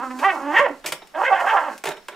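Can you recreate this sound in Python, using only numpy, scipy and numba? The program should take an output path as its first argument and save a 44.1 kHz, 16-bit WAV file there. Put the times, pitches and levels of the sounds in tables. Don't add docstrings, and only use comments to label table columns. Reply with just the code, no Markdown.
import sys
import numpy as np
from scipy import signal
from scipy.fft import rfft, irfft
from scipy.io import wavfile
from scipy.ndimage import uniform_filter1d, minimum_filter1d, map_coordinates
from numba import njit

SR = 44100
rng = np.random.default_rng(int(sys.argv[2]) if len(sys.argv) > 2 else 0)


def digitize_waveform(pressure):
    field = np.atleast_2d(pressure).T
    bounded = np.clip(field, -1, 1)
    quanta = np.round(bounded * 32767).astype(np.int16)
    wavfile.write(sys.argv[1], SR, quanta)


N = 94815
T = np.arange(N) / SR

# frequency in Hz, relative level in dB.
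ROOM_TONE = [(25, -4), (55, -13), (90, -31), (160, -10.5), (400, -11.5), (1000, -14), (4000, -19),
             (15000, -32)]
ROOM_TONE_DB = -54

# time in seconds, mean pitch in Hz, roughness from 0 to 1.
FOLDS = [(0, 227.6, 0.24), (.035, 268.9, 0.19), (.1, 250.3, 0.06), (.19, 259.2, 0.23), (.225, 298.4, .5),
         (.245, 380.9, 0), (.265, 399.8, 0.02), (.315, 368.6, 0.25), (.36, 261.5, 0.97), (.42, 279.1, 0.37),
         (.5, 297.8, 0.15), (.53, 307.3, 0.49), (.545, 383.2, 0.51), (.565, 441.8, 0.56),
         (.59, 481.6, 0.43), (.615, 588.7, 0.01), (.64, 556, 0.2), (.662, 497, 0.19), (.68, 319.3, 0.98),
         (.75, 208.6, 0.69), (1.14, 288.9, 0.93), (1.165, 314.4, 0.47), (1.19, 386.6, 0.48),
         (1.22, 403, 0.89), (1.245, 490.3, 0.66), (1.275, 526.8, 0.3), (1.298, 533.1, 0.35),
         (1.31, 393, 0.23), (1.33, 378.9, 0.21), (1.355, 343.8, 0.74), (1.41, 354.4, 0.83),
         (1.45, 342.3, 0.93), (1.48, 412.3, 0.32), (1.505, 471.5, 0.56), (1.53, 428.5, 0.91),
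         (1.565, 371, 0.45), (1.6, 303.5, 0.99), (1.67, 307.4, 0.6), (1.71, 228.7, 0.69),
         (1.76, 189.8, 0.69)]
JITTER, FLUTTER_HZ, WOBBLE, WOBBLE_HZ = 0.07582, 219.1, .03, 70.49
SHIMMER, HALF_TONE, RASP = 0.81, 0.34, 2
SECOND_FOLD, SECOND_RATIO = 0.41, 1.27
THROB_DB, THROB_HZ = 0.5, 74.4

# time in seconds, then levels in dB, before the trims below, of the
BARKS = [(0.0, -26.5, -41, -25, -46), (0.01, -28.5, -46, -50, -61), (0.04, -24.5, -43, -32, -51),
         (0.1, -44, -49, -33.5, -56), (0.11, -31.5, -34.5, -36.5, -51), (0.142, -36.5, -55.5, -31.5, -56),
         (0.204, -38.5, -47.5, -35, -46), (0.232, -19, -30.5, -45, -45.5), (0.25, -14.5, -17.5, -31, -43.5),
         (0.274, -12.5, -27.5, -27, -53), (0.304, -28, -19, -35.5, -48), (0.338, -27.5, -59, -38, -48),
         (0.454, -31.5, -41, -30.5, -55), (0.49, -26.5, -37.5, -30, -55), (0.54, -23.5, -28.5, -28.5, -46),
         (0.566, -17.5, -13.5, -40.5, -40), (0.586, -15.5, -11, -77, -36), (0.596, -12.5, -16.5, -14, -34),
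         (0.612, -14.5, -21.5, -74, -64), (0.628, -22.5, -37.5, -46, -51), (0.664, -16.5, -24.5, -24, -59),
         (0.688, -35.5, -50, -43.5, -52), (0.704, -45, -64, -31, -70), (0.712, -52, -57, -27.5, -56),
         (0.728, -65, -67, -45, -63), (0.8, -81, -79, -68, -61)]
# the same columns, in seconds and dB.
SNARL = [(1.12, -79, -98, -66, -80), (1.152, -29, -32, -57, -69), (1.166, -29, -38.5, -37.5, -54),
         (1.21, -18.5, -38.5, -35.5, -47.5), (1.238, -15.5, -28.5, -45, -46), (1.252, -37, -20, -43, -43),
         (1.288, -20, -22.5, -65, -54), (1.306, -20, -46, -36, -50.5), (1.33, -10.5, -21, -34.5, -49),
         (1.362, -28.5, -28, -42.5, -46.5), (1.39, -20, -27.5, -52, -49), (1.406, -20, -24, -64, -41),
         (1.44, -21, -45.5, -36.5, -49), (1.472, -18, -22, -60, -44), (1.488, -20.5, -20.5, -40, -42.5),
         (1.518, -20.5, -25, -49, -43), (1.554, -13, -35, -34, -46), (1.574, -14.5, -21.5, -57, -45.5),
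         (1.614, -27, -34.5, -43.5, -49.5), (1.688, -26, -37, -41, -52.5), (1.736, -43, -43.5, -42, -50),
         (1.77, -65, -55, -73, -56)]
PAUSE_TIMES_S, PAUSE_DB = (.83, 1.1, 1.83), -85
THROAT_DB, MOUTH_DB, CHEST_DB, HISS_DB = -2.5, 0.5, -2.5, -0.5
# time in seconds, throat resonance in Hz, lip resonance in Hz.
JAW = [(0, 890, 1420), (.04, 1160, 1320), (.11, 1060, 1780), (.17, 920, 1360), (.225, 940, 1500),
       (.26, 1090, 2050), (.3, 890, 2024), (.33, 810, 1820), (.39, 1040, 1300), (.47, 864, 1410),
       (.55, 920, 1813), (.6, 1060, 1817), (.635, 660, 1840), (.67, 717, 1786), (.72, 686.3, 1760),
       (1.15, 726.6, 1640), (1.23, 930, 1430), (1.28, 696, 2020), (1.33, 765, 1440), (1.41, 906, 1709),
       (1.45, 710, 1600), (1.495, 1198, 1620), (1.525, 884.6, 1440), (1.57, 983.4, 1611), (1.62, 884, 1618),
       (1.76, 890.7, 1450)]
# frequency in Hz, width of one pass in Hz, level in dB before opening.
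MOUTH = [(1577, 310, 3.5), (1918, 770, -5), (2482, 355, -4.5), (2870, 740, -15.5)]
OPEN_DB_PER_DB, OPEN_FROM_DB = 0.11, -48
THROAT_WIDTH_HZ, LIP_WIDTH_HZ, LIP_DB = 566, 465, 4
PHARYNX_HZ, PHARYNX_WIDTH_HZ, PHARYNX_DB = 583, 111, -6.5
CHEST_HZ, CHEST_WIDTH_HZ = 312.5, 141
# frequency in Hz, gain in dB.
THROAT_SKIRTS = [(120, -30), (250, 2.5), (380, -11), (520, -2), (1400, 3), (3000, -15.5), (6000, 1)]
# frequency in Hz, gain in dB.
MOUTH_SKIRTS = [(300, -27), (1000, -41), (1500, 2.5), (3000, 7), (4200, -7), (9000, 11)]
# frequency in Hz, relative level in dB.
HISS = [(2500, -18.5), (4000, 1.5), (5500, 1), (7500, 0.5), (10000, -6), (15000, -10.5)]

# start in seconds, wood level in dB and sharp crack level in dB,
# both before the trims, rise time in seconds, scrape decay in seconds.
KNOCKS = [(0.188, -32.5, -33, 0.0026, .012), (0.839, -30, -37.5, 0.0072, 0.019),
          (.86, -35, -21, 0.00033, 0.019), (.886, -49, -31, 0.00096, 0.0044),
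          (.921, -24.5, -19, 0.00036, 0.0076), (1.018, -36, -55, 0.0018, 0.0081),
          (1.0717, -77, -40, 0.00028, 0.0038), (1.778, -114, -34.5, .0004, 0.0072),
          (1.8384, -28.5, -25.5, 0.00024, 0.0073), (1.8544, -25.5, -24, 0.00028, 0.0086),
          (1.867, -27, -32, .003, 0.021), (1.889, -25.5, -21.5, 0.00037, 0.0018),
          (1.905, -34, -39, .001, 0.0088), (1.918, -32.5, -52, 0.00081, 0.005),
          (1.966, -38, -43, 0.0045, 0.0098), (2.0835, -29, -32.5, 0.00046, .007),
          (2.115, -35.5, -62, 0.014, 0.017), (2.143, -51, -62, 0.00079, .01)]
# frequency in Hz, width in Hz, relative level in dB.
BOARD_MODES = [(154, 29.3, -9), (359.1, 88, 3.5), (491, 150, 4), (672, 330, 1), (907, 180, 4),
               (1580, 420, -0.5), (2450, 1070, -6.5), (3780, 330, -4.5)]
# frequency in Hz, relative level in dB.
CRACK = [(800, -9), (2300, 11), (3600, 5), (4800, 5.5), (7500, 7), (11000, 1), (15500, -3)]
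WOOD_DB, CRACK_DB, GRAIN = 3, -3.5, 0.19
RING_HZ, RING_DB, RING_PAIR_DB, RING_T60_S = (5426, 5383), -31, -6, .65

# frequency in Hz, width in Hz, level in dB.
ROOM_MODES = [(279.2, 7.3, -6), (382.4, 9.3, -9.5), (502, 40, -7), (601.2, 26.4, 2.5), (651, 24.8, 6),
              (772, 16, -7), (885, 19, -5.5), (1140, 8.6, -15), (1375, 50, 1), (1802, 24, -15.5),
              (1910, 58, -13)]
ROOM_T60_S, ROOM_TREBLE_T60_S, ROOM_DB = 0.27, 0.17, -8
WALL_S = 0.00371
# frequency in Hz, level in dB.
SPREAD = [(100, -57), (1000, -28.5), (2500, -11), (5000, -8), (15000, -13.5)]
# frequency in Hz, left minus right in dB.
DOG_PAN = [(200, -4), (700, -5), (1400, -4), (2500, -0.5), (5000, 5), (15000, 1.5)]
# frequency in Hz, left minus right in dB.
BOARD_PAN = [(200, -5.5), (1000, -4.5), (2500, -1.5), (5000, 3), (15000, 1.5)]
RIGHT_LAG_S = .000012
CEILING, TOP_HZ = .93, 15500


def undb(db):
    return 10 ** (np.asarray(db) / 20)


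def unit(x):
    return x / np.sqrt(np.mean(x ** 2))


def steady(x, size=900):
    power = uniform_filter1d(uniform_filter1d(x * x, size), size)
    return x / np.sqrt(np.abs(power) + 1e-12)


def curves(rows):
    when, *columns = np.array(rows, float).T
    return [np.interp(T, when, column) for column in columns]


def colour(x, points, power=1):
    hz, db = np.array(points, float).T
    f = np.maximum(np.arange(N + 1) * SR / (2 * N), 1)
    gain = undb(power * np.interp(np.log(f), np.log(hz), db))
    return irfft(rfft(x, 2 * N) * gain)[..., :N]


def walk(rate):
    return np.interp(T * rate, np.arange(N), rng.standard_normal(N))


@njit
def svf(x, hz, width):
    y, b, l = np.empty(len(x)), 0., 0.
    for i in range(len(x)):
        g = np.tan(np.pi * hz[i] / SR)
        v = (b + g * (x[i] + 1e-18 - l)) / (1 + g * (g + width / hz[i]))
        b, l, y[i] = 2 * v - b, l + 2 * g * v, v * width / hz[i]
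    return y


def band(x, hz, width):
    return svf(x, hz + np.zeros(N), float(width))


def steep(x, hz, width):
    return band(band(x, hz, width), hz, width)


def room_tone():
    shared = rng.standard_normal(N)
    separate = rng.standard_normal((2, N))
    return undb(ROOM_TONE_DB) * unit(colour(shared + separate, ROOM_TONE))


def fold_phase(hz, rough):
    flutter = JITTER * rough * walk(FLUTTER_HZ)
    wobble = WOBBLE * np.sqrt(rough) * walk(WOBBLE_HZ)
    return 2 * np.pi * np.cumsum(hz * (1 + flutter + wobble)) / SR


def pulse_train(phase, count=16):
    return unit(sum(np.cos(k * phase) / k ** 0.66 for k in range(1, count + 1)))


def folds():
    hz, rough = curves(FOLDS)
    rough = np.clip(rough, 0, 1)
    phase = fold_phase(hz, rough)
    second = pulse_train(fold_phase(hz * SECOND_RATIO, rough))
    pulses = pulse_train(phase) + SECOND_FOLD * rough * second
    shimmer = np.exp(SHIMMER * rough * np.tanh(walk(170)))
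    half_tone = 1 + HALF_TONE * rough * np.cos(phase / 2)
    air = rng.standard_normal(N) * (1 + 0.41 * np.cos(phase))
    voice = shimmer * half_tone * (pulses + RASP * rough * air)
    throb = undb(THROB_DB * rough * np.tanh(walk(THROB_HZ)))
    return voice, air, throb


def dog():
    voice, air, throb = folds()
    pauses = [(t,) + 4 * (PAUSE_DB,) for t in PAUSE_TIMES_S]
    rows = sorted(list(map(tuple, BARKS)) + list(map(tuple, SNARL)) + pauses)
    throat_db, mouth_db, chest_db, hiss_db = curves(rows)
    throat_hz, lip_hz = curves(JAW)

    throat = steep(voice, throat_hz, THROAT_WIDTH_HZ)
    throat += undb(PHARYNX_DB) * steep(voice, PHARYNX_HZ, PHARYNX_WIDTH_HZ)
    mouth = undb(LIP_DB) * steep(voice, lip_hz, LIP_WIDTH_HZ)
    opening = OPEN_DB_PER_DB * (mouth_db - OPEN_FROM_DB)
    for hz, width, db in MOUTH:
        octaves = np.log2(hz / MOUTH[0][0])
        mouth += undb(db + opening * octaves) * steep(voice, hz, width)
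    chest = steep(voice, CHEST_HZ, CHEST_WIDTH_HZ)

    sound = steady(colour(throat, THROAT_SKIRTS)) * undb(throat_db + THROAT_DB)
    sound += steady(colour(mouth, MOUTH_SKIRTS)) * undb(mouth_db + MOUTH_DB)
    sound += steady(chest) * undb(chest_db + CHEST_DB)
    sound += unit(colour(air, HISS)) * undb(hiss_db + HISS_DB)
    return throb * sound


def wood_body(x):
    return sum((-1) ** k * undb(db) * band(x, hz, w) for k, (hz, w, db) in enumerate(BOARD_MODES))


def metal_ring(power):
    tones = 0
    for hz, gain in zip(RING_HZ, (1, undb(RING_PAIR_DB))):
        tones = tones + gain * np.sin(2 * np.pi * (hz * T + rng.random()))
    return np.sqrt(power) * tones


def board():
    push, scrape, ring_power = np.zeros((3, N))
    for start, wood_db, crack_db, rise, decay in KNOCKS:
        age = np.maximum(T - start, 0)
        contact = (1 - np.exp(-age / rise)) * np.exp(-age / decay)
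        push += undb(wood_db) * contact
        scrape += undb(crack_db) * contact
        ring_fade = np.exp(-np.log(1000) * age / RING_T60_S)
        ring_power += (age > 0) * (undb(crack_db) * ring_fade) ** 2
    ring = metal_ring(ring_power)
    grit = unit(rng.standard_normal(N) * np.exp(GRAIN * walk(900)))
    wood = wood_body(grit * push) / np.std(wood_body(grit))
    crack = colour(grit * scrape, CRACK) / np.std(colour(grit, CRACK))
    return undb(WOOD_DB) * wood + undb(CRACK_DB) * crack + undb(RING_DB) * ring


def room(x):
    noise = rng.standard_normal(N)
    low = signal.sosfilt(signal.butter(2, 3000, fs=SR, output="sos"), noise)
    low_tail = low * 1000 ** (-T / ROOM_T60_S)
    treble_tail = (noise - low) * 1000 ** (-T / ROOM_TREBLE_T60_S)
    tail = (low_tail + treble_tail) * (T > WALL_S)
    return signal.fftconvolve(x, tail / np.sqrt(np.sum(tail ** 2)))[:N]


def place(x, pan):
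    x = x + sum(undb(db) * band(x, hz, width) for hz, width, db in ROOM_MODES)
    mid = x + undb(ROOM_DB) * room(x)
    side = colour(room(x), SPREAD)
    right = map_coordinates(mid - side, [(T - RIGHT_LAG_S) * SR], mode="nearest")
    return np.array([colour(mid + side, pan, 1 / 2), colour(right, pan, -1 / 2)])


def scene():
    return room_tone() + place(dog(), DOG_PAN) + place(board(), BOARD_PAN)


def record(dry, size=300):
    needed = np.minimum(1, CEILING / (np.abs(dry).max(axis=0) + 1e-9))
    gain = uniform_filter1d(minimum_filter1d(needed, size), size)
    top_cut = signal.ellip(8, .2, 70, TOP_HZ, fs=SR, output="sos")
    return signal.sosfilt(top_cut, dry * gain)


dry = scene()
out = record(dry)
digitize_waveform(out)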